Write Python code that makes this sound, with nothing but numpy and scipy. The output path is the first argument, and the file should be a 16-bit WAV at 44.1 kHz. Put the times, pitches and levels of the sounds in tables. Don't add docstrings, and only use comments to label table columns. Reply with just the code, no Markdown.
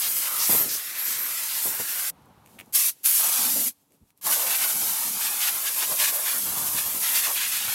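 import sys
import numpy as np
from scipy import signal
from scipy.fft import rfft, irfft
from scipy.io import wavfile

SR = 44100
rng = np.random.default_rng(int(sys.argv[2]) if len(sys.argv) > 2 else 0)


def pcm_store(signal):
    levels = np.round(np.clip(np.atleast_2d(signal), -1, 1) * 32767)
    wavfile.write(sys.argv[1], SR, levels.astype(np.int16).T)


N = 341334
TIME = np.arange(N) / SR
BINS = np.fft.rfftfreq(1024, 1 / SR)
FRAMES = np.arange(N // 256 + 5) * 256 / SR

# frequency in Hz, relative density in dB per Hz.
ROAR_SPECTRUM = [(40, -23.5), (100, 14), (300, -3), (550, -6), (850, 3.5), (1200, -2.5), (1800, -11.5),
                 (4000, -17), (12000, -34.5)]
# time in seconds, distant roar in dB, low breeze in dB before its flutter.
YARD_LEVELS = [(0, -81, -64), (2.1, -63, -71), (2.17, -57, -57.5), (2.4, -57.5, -63.5), (2.7, -61, -66),
               (3.0, -75, -72.5), (3.9, -75.5, -71.5), (4.11, -73.5, -80), (4.15, -78, -75),
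               (7.74, -61, -77)]
# on in seconds, off in seconds, level in dB.
LEAK_PUFFS = [(2.1, 2.45, -71.5), (2.447, 2.726, -64.5), (2.486, 2.58, -61), (2.92, 3.05, -58.5),
              (3.72, 3.84, -68), (3.8, 4.11, -73), (3.915, 3.968, -67), (4.07, 4.116, -69),
              (4.172, 4.195, -66)]
# start in seconds, snap peak in dB, body ring peak in dB.
FITTING_CLICKS = [(2.222, -51.5, -74), (2.2575, -49, -69), (2.461, -41, -44), (2.474, -47, -44),
                  (2.587, -46, -35), (2.5902, -33, -29), (2.596, -33, -45), (2.6, -38, -27),
                  (2.604, -38, -44), (2.6084, -35, -54), (2.6115, -36, -30), (2.617, -45, -40),
                  (2.6605, -41.5, -68), (3.907, -55, -62), (3.921, -48, -56), (4.105, -48, -54),
                  (4.176, -44, -68)]
# frequency in Hz, relative level in dB, time to fall 60 dB in seconds.
BODY_MODES = [(1990, -19, 0.0054), (2430, 14, 0.0048), (2830, 6, 0.0057), (3300, 3, .005),
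              (5930, -11, .008)]
# start in seconds, relative level in dB, length in seconds,
# starting brightness in Hz.
MICROPHONE_GUSTS = [(0.492, -31, 0.026, 744), (0.521, -33.5, 0.069, 1004), (0.587, -38, 0.1, 1200),
                    (1.651, -41, 0.058, 900), (1.795, -36.5, 0.031, 800), (4.005, -55.5, 0.08, 130),
                    (5.912, -47, 0.028, 900), (6.423, -49, 0.7, 150), (6.736, -41.5, 0.067, 400),
                    (7.64, -48, 0.13, 160)]
# start in seconds, end in seconds,
# first pitch in Hz, last pitch in Hz, width in Hz, level in dB before the fades.
EDGE_TONES = [ (.01, 0.094, 4244, 4220, 3000, -33.5), (0.099, .3, 3100, 2960, 700, -45),
              (0.257, 0.46, 1300, 1174, 200, -42), (0.388, 0.477, 5340, 6030, 3000, -29),
              (.48, 0.653, 12750, 13100, 1200, -22.5), (0.679, 0.783, 5930, 5450, 2630, -33),
              (0.841, 1.321, 2072, 1906, 900, -44), (0.959, 1.14, 11950, 12250, 1300, -30),
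              (1.17, 1.291, 12200, 12600, 1100, -29.5), (1.05, 1.178, 6360, 6500, 4000, -34.5),
              (1.471, 1.63, 4350, 4410, 2000, -38.5), (1.672, 1.899, 1800, 1620, 550, -46.5),
              (3.181, 3.502, 1088, 1000, 260, -50), (3.351, 3.73, 251, 250, 79.4, -46.5),
              (3.55, 3.63, 525, 565, 300, -43.5), (4.346, 4.514, 576, 596, 180, -43.5),
              (5.017, 5.19, 243, 209, 80, -51), (5.886, 5.965, 584, 639, 220, -43),
              (6.107, 6.254, 609, 535, 201, -46), (6.245, 6.397, 1837, 1503, 550, -42),
              (6.453, 6.898, 979, 1103, 320, -47), (7.02, 7.19, 2200, 2434, 900, -45),
              (7.34, 7.489, 2475, 2670, 1490, -39)]

# frequency in Hz, relative density in dB per Hz.
CLOSE_HISS = [(100, -55), (2000, -53), (5000, -11.5), (8000, -5.5), (9300, -4.5), (10500, -3), (11100, -1),
              (12100, 1), (13000, -2.5), (13900, -3.5), (15800, -8)]
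FAR_HISS = [(100, -53), (1500, -25.5), (4000, -14), (6000, -8.5), (7700, -7), (9000, -6), (10200, -4),
            (11400, 1), (12700, -1.5), (14000, -5), (15800, -10)]
# frequency in Hz, relative density in dB per Hz.
CLOSE_RASP = [(100, -41), (500, -24), (1000, -12.5), (1300, 2), (2000, 3.5), (3100, 2), (3800, 1.5),
              (5500, 1.5), (8000, -9.5), (15000, -23)]
FAR_RASP = [(100, -39.5), (500, -26), (1000, -3), (1400, -2), (1700, 2), (2000, 1), (2450, 4), (3600, 2.5),
            (5500, -1), (8000, -0.5), (15000, -9.5)]
# frequency in Hz, relative density in dB per Hz.
HOLLOW_SPECTRUM = [(60, -45.5), (200, -26.5), (420, -9), (520, -7), (650, -3), (770, 0), (970, 1.5),
                   (1200, -0.5), (1650, -5), (3000, -19)]
# frequency in Hz, relative density in dB per Hz.
CLOSE_EDDIES = [(30, -29.5), (60, -17), (120, -0.5), (190, -3), (300, 2.5), (480, 0.5), (900, -20.5),
                (2000, -42)]
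FAR_EDDIES = [(30, -28.5), (55, -13.5), (90, -3), (150, -4), (205, 2), (250, 3.5), (330, -3), (480, -3),
              (900, -12.5), (2000, -47.5)]

# on in seconds, off in seconds, rasp in dB before the layer
# trim, lift of the hiss in dB.
EDGE_PASSES = [(0.247, 0.294, -38, -0.5), (0.353, 0.597, -37.5, 0.9), (3.183, 3.436, -37, 0.5),
               (4.31, 4.358, -30, 4), (4.464, 4.568, -31.5, 0.5), (4.586, 4.652, -31, -.5),
               (4.684, 4.717, -36, 1), (5.206, 5.286, -31, 3.5), (5.415, 5.503, -27, 4),
               (5.51, 5.566, -39, 0.5), (5.655, 5.698, -31, 0.5), (5.81, 5.848, -28, 0.5),
               (5.984, 6.103, -27, 2.5), (6.248, 6.332, -32, 1.5), (6.764, 6.81, -30.5, 2),
               (7.021, 7.127, -30.5, 2), (7.138, 7.213, -28, 5), (7.228, 7.3, -29.5, 2),
               (7.364, 7.48, -28.5, -1.5), (7.498, 7.76, -31.5, -1.5)]
# on in seconds, off in seconds, level in dB before slips and layer trim.
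HOLLOW_PASSES = [(0.022, 0.103, -49), (0.237, 0.374, -45), (.4, 0.45, -44), (0.505, .63, -43),
                 (.96, 1.03, -48), (1.19, 1.318, -48.5), (1.63, 1.818, -47), (1.91, 2.056, -49.5),
                 (3.05, 3.094, -51), (3.189, 3.503, -39.5), (3.5, 3.665, -47.5), (4.258, 4.343, -32.5),
                 (4.375, 4.5, -38), (5.2, 5.295, -44), (5.49, 5.703, -46.5), (5.806, 5.844, -35.5),
                 (5.91, 5.933, -36.5), (5.977, 6.038, -38), (6.065, 6.387, -43), (6.447, 6.665, -44),
                 (7.257, 7.332, -37), (7.628, 7.76, -46)]
# on in seconds, off in seconds.
SLIPS = [(.66, .72), (.86, 0.91), (5.1, 5.14), (5.74, 5.74), (6.39, 6.455), (7.19, 7.2), (7.38, 7.6)]
# on in seconds, off in seconds,
# level in dB before the layer trim.
SPILLS = [(.05, 0.21, -54.5), (.33, .45, -58), (0.628, 0.773, -51), (1.06, 1.257, -56), (1.61, 1.836, -55),
          (3.164, 3.3, -52), (3.363, 3.7, -48.5), (4.237, 4.32, -44), (4.745, 4.936, -50.5),
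          (4.986, 5.18, -52), (5.87, 5.946, -46), (5.98, 6.14, -54), (6.348, 7.013, -45.5)]
# time in seconds, level in dB before edge lifts and layer trim.
CLOSE_AIM = [(0, -25.5), (.19, -24.5), (.32, -28.5), (.53, -22), (.62, -24.5), (.69, -31), (.74, -26),
             (.81, -32), (.95, -34), (1.08, -29.5), (1.25, -31), (1.33, -29.3), (1.55, -29), (1.66, -23),
             (1.74, -29.3), (1.8, -29), (1.92, -30), (2.01, -28)]
# time in seconds, change of the hiss in dB.
FAR_AIM = [(4.2, 1), (4.42, -0.5), (4.85, 0.5), (5.15, -1.3), (5.37, -2.5), (5.9, .8), (6.7, 0.4),
           (6.96, -1), (7.74, 0.5)]
# open in seconds, shut in seconds, opening time in seconds,
# first kick in dB, then hiss, rasp, hollows and rumble in dB before kick, sag, passes and layer trim.
BURSTS = [(2.725, 2.895, 0.033, 5.5, -22, -36.5, -64, -63),
          (3.033, 3.683, 0.027, 6, -21.5, -35.5, -54.5, -57),
          (4.212, 7.8, 0.05, -0.5, -23, -35.5, -40, -53)]

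SEEP_DB = -80
HUM_HZ, HUM_DB = 283, -78.5
HAND_SWAY_S = .00025
SLIDE_S = 0.037
CRACK, OPENING_POWER = 0.055, 1.95
KICK_S, SAG_DB, SAG_S = 0.045, 3.5, 0.53
SHUT_DB_PER_S = 757
CLOSE_END_S, CLOSE_STOP_DB_PER_S = 2.101, 2600
SPILL_RASP_DB = -2
SLIP_DB = -9
AIM_SHARE = 0.27
EDGE_HZ = 15900


def gain_of(db):
    return 10 ** (np.asarray(db) / 20)


def evened(x):
    return x / np.sqrt(np.mean(x ** 2) + 1e-20)


def colour(points, hz):
    f, db = np.transpose(points)
    return gain_of(np.interp(np.log(hz + 1), np.log(f + 1), db))


def add(mix, s, sound):
    part = mix[max(round(s * SR), 0):][:len(sound)]
    part += sound[:len(part)]


def wander(length, per_s, rate_hz):
    hz = np.fft.rfftfreq(2 * length, 1 / per_s)
    spectrum = rfft(rng.standard_normal(2 * length)) / (1 + (hz / rate_hz) ** 2)
    return evened(irfft(spectrum)[:length])


def flutter(rate_hz, depth_db):
    course = wander(len(FRAMES), 1 / FRAMES[1], rate_hz)
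    return gain_of(depth_db * np.interp(TIME, FRAMES, course))


def noise(shape):
    a, b = rng.standard_normal((2, len(FRAMES), len(BINS)))
    spectra = (a + 1j * b) * shape
    return evened(signal.istft(spectra.T, nperseg=1024, noverlap=768)[1][:N])


def held(on, off):
    middle = (on + off) / 2
    full_from, full_to = min(on + SLIDE_S / 2, middle), max(off - SLIDE_S / 2, middle)
    return np.interp(TIME, [on - SLIDE_S / 2, full_from, full_to, off + SLIDE_S / 2], [0, 1, 1, 0])


def swells(steady_db, passes):
    added_power = sum((gain_of(db) * held(on, off)) ** 2 for on, off, db, *_ in passes)
    return np.sqrt(gain_of(steady_db) ** 2 + added_power)


def yard():
    s, *columns = np.transpose(YARD_LEVELS)
    roar_gain, breeze_gain = (gain_of(np.interp(TIME, s, db)) for db in columns)
    tone = np.sin(2 * np.pi * HUM_HZ * TIME) * flutter(rate_hz=8, depth_db=1)
    hum = gain_of(HUM_DB) * evened(tone)
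    roar = roar_gain * noise(colour(ROAR_SPECTRUM, BINS))
    breeze = breeze_gain * noise(colour(FAR_EDDIES, BINS)) * flutter(rate_hz=18, depth_db=4.5)
    return hum + roar + breeze


def leak(edge_db=-10):
    shape = colour(FAR_HISS, BINS) + gain_of(edge_db) * colour(FAR_RASP, BINS)
    return swells(SEEP_DB, LEAK_PUFFS) * noise(shape)


def fitting(snap_s=0.00049, scatter_db=-7, scatter_s=0.01):
    t, out = TIME[:SR // 10], np.zeros(N)
    ring = sum(gain_of(db - 60 * t / t60) * np.sin(2 * np.pi * hz * t) for hz, db, t60 in BODY_MODES)
    band = signal.butter(2, [6500, 14500], "band", fs=SR, output="sos")
    for s, snap_db, ring_db in FITTING_CLICKS:
        snap = signal.sosfilt(band, rng.standard_normal(len(t)) * np.exp(-t / snap_s))
        snap_part = gain_of(snap_db) * snap / abs(snap).max()
        ring_part = gain_of(ring_db) * ring / abs(ring).max()
        add(out, s, snap_part + ring_part)
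    tail = rng.standard_normal(len(t)) * np.exp(-t / scatter_s)
    scattered = signal.oaconvolve(out, tail / np.linalg.norm(tail))[:N]
    return out + gain_of(scatter_db) * scattered


def gusts(dulling=1.0, low_hz=90, steepness=4.6):
    out = np.zeros(N)
    for s, db, length, bright_hz in MICROPHONE_GUSTS:
        corner = bright_hz * np.exp(-dulling * np.clip((FRAMES - s) / length, 0, 1))[:, None]
        low_cut = (BINS / np.hypot(BINS, low_hz)) ** 2
        high_cut = 1 / np.sqrt(1 + (BINS / corner) ** steepness)
        shape = low_cut * high_cut / np.sqrt(corner)
        age = np.maximum(TIME - s, 0) / (length / 4)
        out += gain_of(db) * age * np.exp(1 - age) * noise(shape)
    return out * flutter(rate_hz=45, depth_db=2.0)


def edge_tones(fade=0.36):
    out = np.zeros(N)
    for start, end, first_hz, last_hz, width_hz, db in EDGE_TONES:
        length = max(round((end - start) * SR), 256)
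        a, b = rng.standard_normal((2, SR))
        low_pass = signal.butter(2, width_hz / 2, fs=SR, output="sos")
        eddies = signal.sosfilt(low_pass, a + 1j * b)[-length:]
        turn = np.exp(2j * np.pi * np.cumsum(np.linspace(first_hz, last_hz, length)) / SR)
        note = evened((eddies * turn).real) * signal.windows.tukey(length, fade)
        add(out, start, gain_of(db) * note)
    return out


def engine_echoes(share, shortest_s, longest_s, count):
    paths = np.ones((len(FRAMES), len(BINS)), complex)
    for k, delay in enumerate(np.geomspace(shortest_s, longest_s, count)):
        drift = wander(len(FRAMES), 1 / FRAMES[1], rate_hz=1)
        moving_delay = (delay + HAND_SWAY_S * drift)[:, None]
        paths += (-1) ** k * share * np.exp(-2j * np.pi * moving_delay * BINS)
    return abs(paths)


def grit(per_s):
    hits = (rng.random(N) < per_s / SR) * rng.standard_normal(N)
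    band = signal.butter(2, [1500, 9000], "band", fs=SR, output="sos")
    return evened(signal.sosfilt(band, hits))


def beaming(tilt_db=0.9, rate_hz=4):
    octaves = np.log2(np.clip(BINS, 4000, 16000) / 10000)
    tremble = wander(len(FRAMES), 1 / FRAMES[1], rate_hz)[:, None]
    return gain_of(tilt_db * tremble * octaves)


def valve(opens, shuts, opening_s):
    opened = np.clip((TIME - opens) / opening_s, 0, 1)
    widening = CRACK + (1 - CRACK) * opened ** OPENING_POWER
    closing = gain_of(-SHUT_DB_PER_S * np.maximum(TIME - shuts, 0))
    return (TIME > opens) * widening * closing


def strike(flow, hiss_db, rasp_db, hollow_db, rumble_db):
    hiss = gain_of(hiss_db + sum(lift_db * held(on, off) for on, off, _, lift_db in EDGE_PASSES))
    spilling = sum(held(on, off) for on, off, _ in SPILLS)
    rasp = swells(rasp_db + SPILL_RASP_DB * spilling, EDGE_PASSES)
    slipping = sum(held(on, off) for on, off in SLIPS)
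    hollow = swells(hollow_db, HOLLOW_PASSES) * gain_of(SLIP_DB * slipping)
    return flow * np.array([hiss, rasp, hollow, swells(rumble_db, SPILLS)])


def far_blasts():
    flow, layers_db = np.zeros(N), np.zeros((4, N))
    for opens, shuts, opening_s, kick_db, *steady_db in BURSTS:
        age = np.maximum(TIME - opens - opening_s, 0)
        pressure_db = kick_db * np.exp(-age / KICK_S) - SAG_DB * (1 - np.exp(-age / SAG_S))
        flow += valve(opens, shuts, opening_s)
        layers_db = np.where(TIME > opens, np.array(steady_db)[:, None] + pressure_db, layers_db)
    hiss_db, *others_db = layers_db
    return strike(flow, hiss_db + np.interp(TIME, *np.transpose(FAR_AIM)), *others_db)


def close_blast(rasp_db=-37, hollow_db=-51, rumble_db=-61):
    flow = gain_of(-CLOSE_STOP_DB_PER_S * np.clip(TIME - CLOSE_END_S, 0, .1))
    s, aim_db = np.transpose(CLOSE_AIM)
    hiss_db = np.interp(TIME, s, aim_db)
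    follow_db = AIM_SHARE * (hiss_db - aim_db.mean())
    return strike(flow, hiss_db, rasp_db + follow_db, hollow_db + follow_db, rumble_db + follow_db)


def jet(gains, hiss_shape, rasp_shape, eddy_shape, echoes, hiss_db, rasp_db, hollow_db, rumble_db, grit_db):
    hiss, rasp, hollow, rumble = gains
    nozzle = gain_of(hiss_db) * hiss * noise(colour(hiss_shape, BINS) * echoes * beaming())
    scrape = gain_of(rasp_db) * noise(colour(rasp_shape, BINS) * echoes)
    edges = rasp * (scrape + gain_of(grit_db) * grit(per_s=980))
    cavities = gain_of(hollow_db) * hollow * noise(colour(HOLLOW_SPECTRUM, BINS) * echoes)
    eddies = gain_of(rumble_db) * rumble * noise(colour(eddy_shape, BINS))
    struck = edges * flutter(rate_hz=27, depth_db=0.88) + cavities * flutter(rate_hz=23, depth_db=1.53)
    stream = (nozzle + struck) * flutter(rate_hz=22, depth_db=0.8)
    return stream + eddies * flutter(rate_hz=14, depth_db=2.5)


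def scene():
    close_echoes = engine_echoes(share=0.12, shortest_s=0.000695, longest_s=.003, count=12)
    far_echoes = engine_echoes(share=0.15, shortest_s=0.000907, longest_s=.005, count=14)
    close = jet(close_blast(), CLOSE_HISS, CLOSE_RASP, CLOSE_EDDIES, close_echoes,
                hiss_db=0.5, rasp_db=-0.4, hollow_db=1.0, rumble_db=-2.5, grit_db=-9.0)
    far = jet(far_blasts(), FAR_HISS, FAR_RASP, FAR_EDDIES, far_echoes,
              hiss_db=0, rasp_db=0.0, hollow_db=0.0, rumble_db=-3.5, grit_db=-9.5)
    mix = close + far + edge_tones() + gusts() + fitting() + leak() + yard()
    return np.tile(mix, (2, 1))


def record(dry, low_cut_hz=55):
    thinned = signal.sosfilt(signal.butter(2, low_cut_hz, "high", fs=SR, output="sos"), dry)
    low_pass = signal.firwin(511, EDGE_HZ, window=("kaiser", 9), fs=SR)
    return signal.oaconvolve(thinned, low_pass[None], "same")


dry = scene()
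out = record(dry)
pcm_store(out)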